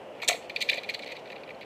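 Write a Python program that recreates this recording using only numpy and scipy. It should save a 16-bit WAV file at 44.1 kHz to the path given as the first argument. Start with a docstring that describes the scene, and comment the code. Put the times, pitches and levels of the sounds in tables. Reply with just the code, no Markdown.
"""First a moment of distant traffic, then a plastic hubcap lands on asphalt a few metres from a mono microphone.
It bounces on its rim and wobbles away: each rim contact is a hard tick and a short gritty skid that ring the
disc's modes, over a rolling grind. Flat slaps thump its dish with decaying sines. Kerb, road and hedge scatter
a short noise tail; the traffic is shaped noise whose bands flicker slightly."""
import sys
import numpy as np
from scipy import signal
from scipy.fft import rfft, irfft
from scipy.io import wavfile
from scipy.ndimage import uniform_filter1d

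SR = 44100
rng = np.random.default_rng(int(sys.argv[2]) if len(sys.argv) > 2 else 0)


def volts_from_db(level):
    """Convert decibel levels to linear amplitude ratios."""
    exponent = np.asarray(level, float) / 20
    return 10 ** exponent


def int16_out(signal):
    """Quantize to a 16-bit WAV file."""
    q = np.round(np.clip(np.atleast_2d(signal).T, -1, 1) * 32767)
    wavfile.write(sys.argv[1], SR, q.astype(np.int16))


N = 72765
T = np.arange(N) / SR


def unit(x):
    """Scale to rms 1."""
    return x / np.sqrt(np.mean(x ** 2))


def walk(rate_hz):
    """Random levels, each held 1 / rate_hz seconds, smoothed twice into slopes."""
    hold = int(SR / rate_hz)
    steps = np.repeat(rng.standard_normal(N // hold + 1), hold)
    return uniform_filter1d(uniform_filter1d(steps, hold), hold)[:N]


# Rim contacts on the asphalt: t/s, relative level of the rim ring/dB, spokes against rim/dB,
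# treble crack against rim/dB, skid length/s
RIM_CONTACTS = [(0.199, -28.5, -19, -32, 0.0025), (0.218, -24, -6.5, -12, 0.011),
                (0.23, -24, -7.5, -8, 0.0055), (0.2427, -33.5, -4, 2, 0.0076),
                (0.2773, -20.5, 8.5, 8, 0.0051), (0.2838, -15, -19, 6.5, 0.0062),
                (0.2872, -8.5, -4.5, 1, 0.003), (0.296, -22, -6, -40, 0.0098), (0.3055, -18, -6, -8, 0.006),
                (0.313, -29, -3, -20, 0.017), (0.3262, -24, -7, -23.5, 0.0015),
                (0.3323, -34, -3, -18, 0.006), (0.3472, -29.5, -4, -33, 0.011),
                (0.359, -40, -3, -29, 0.0044), (0.4958, -25, -7.5, -18.5, 0.0068),
                (0.5603, -17.5, -4, -21, 0.0073), (0.6053, -20.5, -1.5, -13, 0.011),
                (0.614, -16, -1.5, -11, 0.0074), (0.6225, -19, -8.5, -4, 0.005),
                (0.6876, -14.5, -2, -38, 0.0098), (0.696, -9.5, -2, -13.5, 0.0019),
                (0.7143, -19.5, -24, -19, 0.013), (0.7285, -17, -5, -43, 0.0049),
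                (0.7404, -24, -7, -11.5, 0.0081), (0.755, -30.5, -7, -12, 0.016),
                (0.7718, -23.5, -11, -17, 0.0097), (0.7786, -32, 5, -27, 0.0093),
                (0.8331, -26.5, -1.5, -13, 0.0018), (0.8404, -30.5, -6, -24, 0.0062),
                (0.8891, -18, -6.5, -19.5, 0.0063), (0.8965, -22.5, -9, -14.5, 0.0093),
                (0.9382, -24.5, -2, -20, 0.0059), (0.945, -20.5, -0.5, -11.5, 0.0035),
                (0.991, -27.5, -5.5, -15, 0.003), (1.0206, -36.5, 3.5, -26, 0.0048),
                (1.031, -31.5, -5, -29, 0.0055), (1.061, -29.5, -1, -20, 0.004),
                (1.0704, -28.5, -8, -21, 0.0071), (1.0865, -31.5, -7.5, -25, 0.028),
                (1.1163, -27, -9, -17, 0.012), (1.151, -35, -7, -34, 0.009),
                (1.1656, -32, 0.5, -16, 0.0026), (1.255, -34.5, -6, -33, 0.0057),
                (1.273, -38, -3, -29, 0.0024), (1.3009, -24.5, -12.5, -35, 0.0028),
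                (1.3178, -30.5, -8, -23, 0.01), (1.3563, -30.5, -10, -42, 0.0068),
                (1.377, -40, -6.5, -30, 0.0075), (1.4338, -33.5, -4, -32, 0.0017),
                (1.474, -36, -10, -25, 0.0035), (1.489, -32, -12, -36.5, 0.0035),
                (1.504, -29, -11, -25, 0.003), (1.5457, -45, -6, -25, 0.0044),
                (1.6094, -32, -9.5, -24, 0.012), (1.6238, -35.5, -7, -34, 0.011)]
# Modes of the disc, one table per part: f/Hz, level within the part/dB, t60/s
RIM_MODES = [(1824, -1, 0.014), (2008, 1, 0.043), (2217, 4, 0.027), (2423, 8, 0.02), (2806, 1, 0.0043)]
SPOKE_MODES = [(3393, 2.4, 0.012), (3523, 0.63, 0.042), (3640, 3.1, 0.013), (3918, 5.9, 0.021),
               (4205, 5.1, 0.017), (4320, 1.2, 0.026), (4478, 2.7, 0.012)]
TREBLE_MODES = [(5270, 5.5, 0.0016), (6010, 10, 0.0032), (6470, 2.5, 0.031), (7430, 10, 0.0019),
                (8260, -3, 0.0026)]
AIR_MODES = [(9600, -0.36, 0.00077), (11780, 0.39, 0.007), (12900, -1.1, 0.0061), (14550, -0.36, 0.0037)]  # the highest modes
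# Contact force offset of rim, spokes, treble, air: level/dB
PART_DB = (-10, -9, -13, -31)
# Bands in which rim, spokes, treble and air radiate: low edge f/Hz, high edge f/Hz
PART_BANDS = [(1750, 3400), (3000, 6600), (5000, 14000), (9000, 22000)]


def hubcap():
    """Skids and rolling grind ring rim, spokes, treble and air modes; slaps ring the dish."""
    air_follows = 0.39  # share of the treble crack's change that the air modes follow
    crack_share = 0.73  # part of a skid through which treble and air crack
    times, rim_db, spokes_db, treble_db, lengths = np.array(RIM_CONTACTS).T
    relative_db = (0, spokes_db, treble_db, air_follows * treble_db)
    roll_db = (0, -7, -15, -30)
    skid_share = (1, 1, crack_share, crack_share)
    roll = rolling_grind()
    out = slaps()
    grain = grit()
    for k, modes in enumerate((RIM_MODES, SPOKE_MODES, TREBLE_MODES, AIR_MODES)):
        contact_db = rim_db + relative_db[k] + PART_DB[k]
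        force = contact_forces(times, contact_db, lengths * skid_share[k], grain, len(modes))
        force = force + volts_from_db(roll_db[k]) * roll
        out = out + ring(force, modes, PART_BANDS[k])
    return out


def contact_forces(times, levels_db, lengths, grain, count):
    """Each contact is a hard tick in a gritty skid and pushes every mode by its own amount."""
    attack_s, release_s = 0.00039, 0.0029
    tick_s, tick_db = 0.0004, 19  # tick: delay into the skid, height against the skid's grain
    spread_db = 2  # how unevenly a contact pushes the modes
    out = np.zeros((count, N))
    mix = volts_from_db(spread_db * rng.standard_normal((len(times), count)))
    mix = mix / np.sqrt(np.mean(mix ** 2, axis=1, keepdims=True))
    mix = mix * (-1) ** np.arange(count)  # neighbouring modes swing opposite
    for start, db, length, mode_mix in zip(times, levels_db, lengths, mix):
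        near = slice(int(start * SR), int((start + length) * SR) + 900)
        age = np.maximum(T[near] - start, 0)
        shape = (1 - np.exp(-age / attack_s)) * np.exp(-np.maximum(age - length, 0) / release_s)
        skid = grain[near] * shape
        force = skid * np.linalg.norm(shape) / np.linalg.norm(skid)  # same energy whatever the grain
        force[int(tick_s * SR)] += volts_from_db(tick_db)
        out[:, near] += (volts_from_db(db) * mode_mix)[:, None] * force
    return out


def grit():
    """Micro-impacts of asphalt grain with random signs, in uneven bursts as the rim chatters."""
    grain_db, chatter_db, chatter_hz = 3, 4, 1200
    size_db = grain_db * rng.exponential(size=N) + chatter_db * walk(chatter_hz)
    return unit(np.sign(rng.standard_normal(N)) * volts_from_db(size_db))


# Rolling grind between contacts, before its flicker: t/s, force level/dB
ROLL_LEVELS = [(0.15, -66), (0.822, -54), (1.65, -74.5)]


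def rolling_grind():
    """The disc grinds over asphalt grain with a slow swell and a quick flicker in level."""
    flicker_db, flicker_hz = 6, 60.86
    level_db = np.interp(T, *np.array(ROLL_LEVELS).T, left=-90)
    return grit() * volts_from_db(level_db + flicker_db * walk(flicker_hz))


def ring(forces, modes, band_hz):
    """Forces ring damped modes heard through one band; before it, steady unit force gives rms 1."""
    out = 0
    total = np.sqrt(sum(volts_from_db(db) ** 2 for _, db, _ in modes))
    for force, (hz, db, t60) in zip(forces, modes):
        radius = np.exp(-np.log(1000) / (t60 * SR))  # decay per sample
        pole = radius * np.exp(2j * np.pi * hz / SR)
        gain = volts_from_db(db) / total * np.sqrt(2 * (1 - radius * radius))
        out = out + gain * signal.lfilter([1], [1, -pole], force).imag
    return signal.sosfilt(signal.butter(3, band_hz, "band", fs=SR, output="sos"), out)


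# Flat slaps on the road: t/s, relative level/dB, favoured f/Hz
FLAT_SLAPS = [(.231, -30.5, 917), (.287, -26, 560), (.297, -31, 1184), (.294, -22, 690), (.315, -23, 690),
              (.342, -26.5, 625), (.720, -35.5, 540), (.741, -28, 540), (.779, -29.5, 563)]
# Modes of the dish: f/Hz, relative level/dB, t60/s
DISH_MODES = [(435, 1.5, 0.094), (540, 5, 0.035), (690, 4.5, 0.048), (946, -2, 0.032), (1094, -1, 0.053),
              (1350, 13.5, 0.023)]


def slaps():
    """Each slap sets off mostly the dish modes nearest its pitch, as decaying sines with a soft rise."""
    rise_s, favour_db_per_octave = 0.00097, 30
    out, age = np.zeros(N), T[:SR // 5]
    rise = 1 - np.exp(-age / rise_s)
    phases = rng.random((len(FLAT_SLAPS), len(DISH_MODES)))  # in turns
    for (start, slap_db, favoured_hz), slap_phases in zip(FLAT_SLAPS, phases):
        for (hz, mode_db, t60), phase in zip(DISH_MODES, slap_phases):
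            off_pitch_db = favour_db_per_octave * abs(np.log2(favoured_hz / hz))
            fade_db = slap_db + mode_db - off_pitch_db - 60 * age / t60
            wave = volts_from_db(fade_db) * rise * np.sin(2 * np.pi * (hz * age + phase))
            out[int(start * SR):][:len(age)] += wave
    return out


def roadside(x):
    """Scattered echoes from kerb, road and hedge: the sound convolved with a decaying noise tail."""
    tail_db, t60_s, rise_s = -11, 0.29, 0.0032
    treble_db = -5  # share of differenced noise, which brightens the tail
    age = T[:SR // 2]
    noise = rng.standard_normal(len(age))
    noise = noise + volts_from_db(treble_db) * np.diff(noise, prepend=0)
    tail = noise * (1 - np.exp(-age / rise_s)) * volts_from_db(-60 * age / t60_s)
    tail = tail / np.sqrt(np.sum(tail ** 2))
    return volts_from_db(tail_db) * signal.fftconvolve(x, tail)[:N]


# Distant traffic spectrum: f/Hz, relative density level/dB
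TRAFFIC_SPECTRUM = [(20, -39), (52, -27), (169, -12.5), (331, -9.5), (537, -1), (703, -5), (1080, -16),
                    (1710, -22), (2920, -19.5), (3720, -34), (15500, -53)]


def traffic():
    """Distant traffic: shaped noise in third-octave bands, each flickering slightly by itself."""
    level_db, flicker_db, flicker_hz = -44, 0.5, 11.1
    hz = np.maximum(np.fft.rfftfreq(N, 1 / SR), 1)
    table_hz, table_db = np.array(TRAFFIC_SPECTRUM).T
    shape_db = np.interp(np.log(hz), np.log(table_hz), table_db)
    noise = rfft(rng.standard_normal(N)) * volts_from_db(shape_db)
    out = 0
    for band in range(34):
        share = np.clip(1 - np.abs(3 * np.log2(hz / 10) - band), 0, 1)  # overlapping triangles from 10 Hz
        out = out + irfft(noise * share, N) * volts_from_db(flicker_db * walk(flicker_hz))
    return unit(out) * volts_from_db(level_db)


def scene():
    """The hubcap, its roadside echoes and the traffic at one microphone, on two equal channels."""
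    cap = hubcap()
    return np.tile(cap + roadside(cap) + traffic(), (2, 1))


def band_limit(x):
    """A steep low-pass at the top of the band."""
    return signal.sosfilt(signal.butter(12, 16470, fs=SR, output="sos"), x)


def record(dry):
    """The microphone signal loses its top above 15.5 kHz through a steep low-pass."""
    low_pass = signal.ellip(8, 0.3, 50, 15500, fs=SR, output="sos")  # ripple 0.3 dB, stop band -50 dB
    finished = signal.sosfilt(low_pass, dry)
    return band_limit(finished)


dry = scene()
out = record(dry)
int16_out(out)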